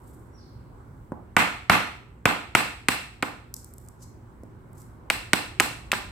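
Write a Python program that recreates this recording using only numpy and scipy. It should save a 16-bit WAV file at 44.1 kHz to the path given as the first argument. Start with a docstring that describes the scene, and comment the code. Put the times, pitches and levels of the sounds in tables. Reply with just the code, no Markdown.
"""Hammer and chisel on a log in a bare room

A hammer drives a chisel into a slice of log on a tiled floor: each blow is a hard clack of steel resonances
plus a noisy crunch of fibres; a few ms later the log's modes knock on the tiles and the room rings.
Solid wood passes the blow on to floor and room; the more it gives, the drier and brighter the steel clack,
and the louder (against the blow) and duller the tearing crunch.
Between two runs of blows the blade is levered out with small cracks and rubs of filtered noise.
Behind it: band-noise ambience, a low hum of wavering sines and one faint chirp."""
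import sys
import numpy as np
from scipy import signal
from scipy.io import wavfile

SR = 44100
rng = np.random.default_rng(int(sys.argv[2]) if len(sys.argv) > 2 else 0)


def dump(signal):
    """Clip the signal to [-1, 1] and save it as 16-bit WAV at the path in sys.argv[1]."""
    limited = np.clip(np.atleast_2d(signal).T, -1, 1)
    pcm = np.round(limited * 32767).astype(np.int16)
    wavfile.write(sys.argv[1], SR, pcm)


N = 269627
TIME = np.arange(N) / SR
CONTACT_TIME = TIME[:SR // 20]   # s since a contact

# hammer on chisel: (time [s], strength [dB], give of the wood [0-1], looseness of the blade [0-1],
# log's knock on the tiles [dB], knock delay [s])
BLOWS = [(1.366, 24.5, 0, 0.26, 24, .003), (1.6972, 26, 0.02, 0.72, 25.5, 0.0019),
         (2.2554, 22, 0.52, 0.3, 25.5, 0.0015), (2.5506, 26.5, 0.49, 0.06, 23, .0017),
         (2.8851, 24.5, 0.55, 0, 17.5, .0027), (3.2254, 12.5, 0.87, 0.26, 16.5, 0.0035),
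         (5.101, 22, 0.72, 0, 14, .0044), (5.3326, 25, 1, 0.05, 20.5, .0029),
         (5.599, 24, 0.81, 0, 20, 0.0056), (5.9174, 20.5, 0.78, 0.18, 14, 0.013)]
# resonances of tearing fibres: (frequency [Hz], width [Hz], level [dB], left minus right [dB])
FIBRE_MODES = [(5330, 1390, -13, 7), (7000, 1300, -7.5, 3.8), (10000, 4400, -9.5, 0.3), (14200, 930, -8, 1)]
CLACK_ROOM_DB = (1.5, -8.5)   # (solid wood, wood that splits freely)


def from_db(db):
    """Decibels to gain."""
    return 10 ** (np.asarray(db) / 20)


def rms_one(x):
    """Scale to rms 1."""
    return x / np.sqrt(np.mean(x ** 2) + 1e-20)


def between(ends, share):
    """The value a share of the way from the first end to the second."""
    return ends[0] + (ends[1] - ends[0]) * np.clip(share, 0, 1)


def at_hz(points, hz):
    """Read a table on a log-frequency axis."""
    freqs, values = np.transpose(points)
    return np.interp(np.log(hz), np.log(freqs), values)


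def add(track, s, sound):
    """Mix a sound into the track at time s."""
    start = int(round(s * SR))
    part = sound[..., :N - start]
    track[..., start:start + part.shape[-1]] += part


def drift(knots_per_s):
    """Random wander: straight lines between normal knots of spread 1."""
    knots = rng.standard_normal(N // 20)
    return np.interp(TIME * knots_per_s, np.arange(len(knots)), knots)


def stereo_noise(alike, size):
    """White noise whose two sides share the given likeness."""
    mid, side = rng.standard_normal((2, size))
    alike = np.clip(alike, -1, 1)
    common = np.sqrt(1 + alike) * mid
    opposed = np.sqrt(1 - alike) * side * [[1], [-1]]
    return (common + opposed) / np.sqrt(2)


def noise_bands(likeness, size):
    """Half-octave bands of stereo noise, each with its centre frequency."""
    edges_hz = 25 * 2 ** (np.arange(20) / 2)
    for low, high in zip(edges_hz, edges_hz[1:]):
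        hz = np.sqrt(low * high)
        band = signal.butter(3, [low, high], "band", fs=SR, output="sos")
        yield hz, signal.sosfilt(band, stereo_noise(at_hz(likeness, hz), size))


def resonate(drive, modes, tilt_db, pivot_hz, alternate=True):
    """Parallel resonances, each with its own direction, tilted in dB per octave about the pivot."""
    out = 0
    slope = signal.lfilter([1, 0, -1], [1], drive) + 1e-18   # a steady push gives no sound
    for k, (hz, width_hz, db, pan_db) in enumerate(modes):
        r = np.exp(-np.pi * width_hz / SR)
        sides = from_db(np.array([[.5], [-.5]]) * pan_db)
        sign = (-1) ** k if alternate else 1
        gain = sign * from_db(db + tilt_db * np.log2(hz / pivot_hz)) * (1 - r * r) / 2
        poles = [1, -2 * r * np.cos(2 * np.pi * hz / SR), r * r]
        out = out + sides * gain * signal.lfilter([1], poles, slope)
    return out


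def retuned(modes, semitones):
    """The same resonances, shifted in pitch."""
    ratio = 2 ** (semitones / 12)
    return [(hz * ratio, *rest) for hz, *rest in modes]


def contact(grit_db, grit_s, alike, room_db):
    """A sharp push and a dying spray of tiny contacts, as (direct, into the room); the room averages the spray out."""
    grit = stereo_noise(alike, len(CONTACT_TIME)) * np.exp(-CONTACT_TIME / grit_s)
    grit = rms_one(grit) / np.sqrt(len(CONTACT_TIME))
    push = np.zeros((2, len(CONTACT_TIME)))
    push[:, :2] = np.eye(2)   # reaches the left side one sample before the right
    spray = from_db(grit_db)
    direct = push + spray * grit
    to_room = push * from_db(room_db) * np.hypot(1, spray)
    return np.array([direct, to_room])


def background(flutter_db=1.5, waver=.03):
    """Low rumble and faint hiss from noise bands, with a hum of wavering sines."""
    # (frequency [Hz], level per Hz [dB])
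    ambience_colour = [(30, -12.5), (55, -8), (110, -8), (200, -19.5), (300, -16), (430, -25), (750, -30.5),
                       (1050, -25.5), (1600, -36.5), (2500, -49), (5000, -57), (9000, -58.5), (15000, -57)]
    # (frequency [Hz], left-right likeness)
    ambience_likeness = [(60, 0.94), (300, 0.76), (1000, 0), (3000, 0.095), (10000, 0.073)]
    # (time [s], level [dB])
    ambience_level = [(0, -46), (.9, -46), (2, -49.5), (3.2, -49.5), (4.9, -45.5), (6.1, -45)]
    # hum: (mean frequency [Hz], level [dB])
    hum_tones = [(57, -57.5), (114, -55.5), (174, -67.5), (234, -64.5)]
    rumble = 0
    for hz, band in noise_bands(ambience_likeness, N):
        rumble = rumble + band * from_db(at_hz(ambience_colour, hz) + flutter_db * drift(10))
    hum = 0
    for hz, db in hum_tones:
        wavering_hz = hz * (1 + waver * drift(7.9))
        hum = hum + from_db(db) * rms_one(np.sin(2 * np.pi * np.cumsum(wavering_hz) / SR))
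    return from_db(np.interp(TIME, *np.transpose(ambience_level))) * rms_one(rumble) + hum


def blade_rubs(grain_db=4, room_db=-5):
    """Steel drags over torn fibres in short grainy swells."""
    # blade rubbing in the cut: (middle [s], half length [s], level [dB], tilt [dB per octave])
    rub_swells = [(0.097, 0.13, -66.5, 3.5), (3.605, 0.042, -64, -16.5), (3.829, 0.039, -68.5, 3),
                  (4.029, 0.021, -54, -9.5), (4.799, 0.029, -54, -0.5)]
    grains = stereo_noise(.4, N) * from_db(grain_db * drift(150))
    for s, half_s, db, tilt_db in rub_swells:
        near = np.abs(TIME - s) < 2 * half_s
        hiss = rms_one(resonate(grains[:, near], FIBRE_MODES, tilt_db, pivot_hz=8000))
        swell = from_db(db) * hiss * np.exp(-((TIME[near] - s) / half_s) ** 2)
        yield TIME[near][0], np.array([swell, swell * from_db(room_db)])


def room_echo(build_s=0.018, lumpy_db=0.5, lumps_per_s=350):
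    """Reflections between tiles and bare walls build up fast, clump and die band by band; a few resonances stand out."""
    # (frequency [Hz], level [dB])
    room_colour = [(60, -3.5), (150, 2.5), (300, 0.5), (550, -2.5), (900, 0.5), (1500, 0.5), (2500, 0),
                   (3600, 3.5), (5500, 4.5), (8000, 3.5), (15000, 4.5)]
    # (frequency [Hz], t60 [s])
    room_t60 = [(150, 0.27), (400, 0.53), (1000, 0.44), (2700, 0.52), (7300, 0.46), (15000, 0.34)]
    # (frequency [Hz], left-right likeness)
    room_likeness = [(100, 0.93), (300, 0.17), (700, .55), (1500, 0), (3000, 0.0094), (10000, 0)]
    # narrow resonances: (frequency [Hz], width [Hz], level [dB], left minus right [dB])
    room_modes = [(229, 12, -1, 0), (730, 22, 0.5, -4.5), (860, 21, 1.5, 0), (982, 21, -8.5, -5.5),
                  (1164, 28, -5.5, -6), (1324, 6.6, 0.5, 1.7), (1810, 17, -1.5, -1), (2701, 52, -3.5, -1),
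                  (3290, 16, -11.5, -3.5), (4170, 57, 1, -2)]
    t = TIME[:SR * 2 // 3]
    echo = 0
    for hz, band in noise_bands(room_likeness, len(t)):
        fall_per_s = np.log(1000) / at_hz(room_t60, hz)
        decay = np.exp(-fall_per_s * t) * np.sqrt(2 * fall_per_s / SR)
        echo = echo + band * from_db(at_hz(room_colour, hz)) * decay
    clumps = rms_one(from_db(lumpy_db * drift(lumps_per_s)[:len(t)]))
    echo = echo * clumps * (1 - np.exp(-(t / build_s) ** 2))
    standing_out = resonate(echo, room_modes, tilt_db=1.5, pivot_hz=1000, alternate=False)
    return from_db(-1.5) * (echo + standing_out)


def in_room(sound):
    """The echo of a sound from its own spot in the room."""
    return signal.oaconvolve(sound, room_echo(), axes=1)[:, :N]


def chirp():
    """A faint high chirp, a sine that drops and turns hoarse through random pitch waver."""
    start_s, attack_s, level_db, fade_db_per_s = .28, 0.065, -56.5, 81.5
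    ends_hz, drop_after_s, drop_s, waver = (5650, 4650), .085, 0.014, 0.16
    t = np.maximum(TIME - start_s, 0)
    dropped = (1 + np.tanh((t - drop_after_s) / drop_s)) / 2
    hz = between(ends_hz, dropped) * (1 + waver * dropped * drift(2500))
    attack = np.minimum(t / attack_s, 1) ** 2
    envelope = attack * from_db(level_db - fade_db_per_s * np.maximum(t - attack_s, 0))
    return envelope * np.sin(2 * np.pi * np.cumsum(hz) / SR)[None]


def knock(db, tilt_db, semitones, sharp_hz, thump_db, room_db):
    """The log slaps the tiles and chatters briefly; the floor thumps under it."""
    # log before retuning: (frequency [Hz], width [Hz], level [dB], left minus right [dB])
    log_modes = [(271, 140, -2.5, -1), (450, 180, -9, -2.5), (729, 350, -2, 2), (987, 170, -6.5, -5),
                 (1234, 200, -2.5, -3.5), (1386, 110, -8.5, -2), (2090, 240, -5, 4), (2490, 100, -13, -2)]
    # floor: (frequency [Hz], width [Hz], level [dB], left minus right [dB])
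    floor_modes = [(113, 17, -6, 0.079), (162, 130, -1.5, -4)]
    push = contact(grit_db=-2.5, grit_s=0.0076, alike=0.64, room_db=room_db)
    softness = signal.butter(4, sharp_hz, fs=SR, output="sos")
    push = signal.sosfilt(softness, push + 1e-18)
    slap = resonate(push, retuned(log_modes, semitones), tilt_db, pivot_hz=710, alternate=False)
    thump = resonate(push, floor_modes, tilt_db=1, pivot_hz=130, alternate=False)
    return from_db(db) * slap + from_db(thump_db) * thump


def log_knocks():
    """Every blow drives the log against the floor; now and then it is nudged or drops back on its own."""
    # (time [s], strength [dB], pitch shift [semitones], contact sharpness [Hz], floor thump [dB])
    nudges = [(1.12, 2.5, -7, 1108, 12), (4.434, 3.5, -1, 517, -12), (5.9355, 14, 4, 5150, -22)]
    nudge_tilt_db, nudge_room_db = -3, -4   # tilt per octave
    for s, db, semitones, sharp_hz, thump_db in nudges:
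        yield s, knock(db, nudge_tilt_db, semitones, sharp_hz, thump_db, nudge_room_db)
    # (solid wood, wood that splits freely); tilt per octave, thump relative to the knock
    knock_tilt_db, knock_semitones = (3, -3), (-0.42, 0.13)
    knock_room_db, relative_thump_db = (1.5, -4.5), (4, -6)
    thump_loss_db_per_s = 1199.5   # a log that lands late has lost its weight
    # harder knocks are brighter
    reference_sharp_hz, reference_db, sharper_octaves_per_db = 3330, 26.5, .03
    for s, _, give, _, db, delay_s in BLOWS:
        sharp_hz = reference_sharp_hz * 2 ** (sharper_octaves_per_db * (db - reference_db))
        thump_db = db + between(relative_thump_db, give) - thump_loss_db_per_s * delay_s
        tilt_db, semitones = between(knock_tilt_db, give), between(knock_semitones, give)
        yield s + delay_s, knock(db, tilt_db, semitones, sharp_hz, thump_db, between(knock_room_db, give))


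def fibre_snaps(low_edge_hz=4000, room_db=-9, count=6):
    """Splinters break with thin, bright ticks; they are too small to give out anything low."""
    # clearest splinters: (time [s], strength [dB], tilt [dB per octave])
    clear_snaps = [(1.12, -26, -4), (3.5409, 4.5, -3.5), (3.5653, -5, -6), (3.645, -9, 5), (3.738, -16, 9),
                   (3.7823, -12.5, 4), (4.435, -23, -3), (4.7315, -26, 8), (4.8183, -16, -5.5),
                   (5.603, 17.5, -4.5)]
    # smaller fibres go at random while the blade is levered
    lever_span_s, lever_db, lever_spread_db = (3.8, 3.9), -29, 7
    small = signal.butter(4, low_edge_hz, "high", fs=SR, output="sos")
    levered = []
    for _ in range(count):
        levered.append((between(lever_span_s, rng.random()), rng.normal(lever_db, lever_spread_db), 0))
    for s, db, tilt_db in [*clear_snaps, *levered]:
        push = contact(grit_db=-4, grit_s=.0018, alike=.2, room_db=room_db)
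        tick = resonate(push, FIBRE_MODES, tilt_db, pivot_hz=8000)
        yield s, from_db(db) * signal.sosfilt(small, tick)


def hammer_blows(push_db=3):
    """The hammer clacks on the chisel: a hard spike with little grit, its pitch set by how the blade is seated."""
    # chisel before retuning: (frequency [Hz], width [Hz], level [dB], left minus right [dB])
    chisel_modes = [(1430, 1077, -7, 2.5), (1960, 762, -0.5, 1), (2656, 410, -2.5, 2),
                    (4030, 800, -17.5, 4.5), (4800, 880, -19.5, 8.5), (8070, 2400, -21, -1),
                    (9600, 3900, -34, -5.5), (13980, 3000, -35, 1)]
    # (solid wood, wood that splits freely); tilt per octave
    clack_tilt_db, clack_semitones = (-3, 0.5), (-.4, 0.78)
    loose_semitones = (0, -6.5)   # (gripped, loose)
    for s, db, give, loose, _, _ in BLOWS:
        push = contact(grit_db=-6, grit_s=.004, alike=.7, room_db=between(CLACK_ROOM_DB, give))
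        modes = retuned(chisel_modes, between(clack_semitones, give) + between(loose_semitones, loose))
        clack = resonate(push, modes, between(clack_tilt_db, give), pivot_hz=2180)
        yield s, -from_db(db + push_db) * clack


def blade_rings(room_db=-3, damping_db_per_s=90):
    """Steel sings on in a close pair of bending modes, most when held loosely; hand and wood damp it."""
    # (frequency [Hz], width before damping [Hz], level [dB], left minus right [dB])
    blade_modes = [(2690, 1.7, 1, 0), (2661, 6, -3.5, 4)]
    ring_db = (-8.5, 12)   # relative to the blow: (gripped, loose)
    for s, db, _, loose, _, _ in BLOWS:
        envelope = from_db(db + between(ring_db, loose) - damping_db_per_s * TIME[:SR])
        ring = envelope * resonate(signal.unit_impulse(SR), blade_modes, tilt_db=-0.5, pivot_hz=2600)
        yield s, np.array([ring, ring * from_db(room_db)])


def wood_splits(wetter_db=1.5):
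    """At each blow the edge tears a burst of fibres, louder against the blow and duller as the wood gives."""
    # tearing wood: (frequency [Hz], width [Hz], level [dB], left minus right [dB])
    split_modes = [(3380, 1500, 2, 0.5), (6100, 3300, -2, 0), (9430, 10000, -0.5, -1),
                   (14500, 2400, -4.5, -0.5)]
    # (solid wood, wood that splits freely); level relative to the blow, tilt per octave
    crack_db, crack_tilt_db = (-23, -17), (-1.5, -5)
    for s, db, give, *_ in BLOWS:
        room_db = between(CLACK_ROOM_DB, give) + wetter_db
        tear = contact(grit_db=19.5, grit_s=0.0054, alike=0.11, room_db=room_db)
        tear = tear / np.linalg.norm(tear[0, 0])   # unit energy in the direct left side
        crack = resonate(tear, split_modes, between(crack_tilt_db, give), pivot_hz=7900)
        yield s, from_db(db + between(crack_db, give)) * crack


def scene(left_db=-1.2, right_db=0.39):
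    """Chisel, log and cut are each heard directly and through the room; the chirp only through the room."""
    out = background() + in_room(chirp())
    cut = [*blade_rubs(), *fibre_snaps(), *wood_splits()]
    chisel = [*hammer_blows(), *blade_rings()]
    for spot in (cut, log_knocks(), chisel):
        paths = np.zeros((2, 2, N))   # (direct or to room, side, sample)
        for s, sound in spot:
            add(paths, s, sound)
        direct, to_room = paths
        out = out + direct + in_room(to_room)
    return out * from_db([[left_db], [right_db]])


def record(dry, top=.97, low_cut_hz=36, high_cut_hz=16000):
    """The microphone port lifts a treble band, the loudest peaks overload, the deepest rumble and the top are cut."""
    # (frequency [Hz], width [Hz], level [dB], left minus right [dB])
    port_modes = [(7900, 710, 3, -7.5)]
    lifted = dry + resonate(dry, port_modes, tilt_db=0.5, pivot_hz=8000)
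    clipped = lifted / (1 + (lifted / top) ** 4) ** .25
    low_cut = signal.butter(3, low_cut_hz, "high", fs=SR, output="sos")
    high_cut = signal.ellip(10, .1, 70, high_cut_hz, fs=SR, output="sos")
    return signal.sosfilt(high_cut, signal.sosfilt(low_cut, clipped))


dry = scene()
out = record(dry)
dump(out)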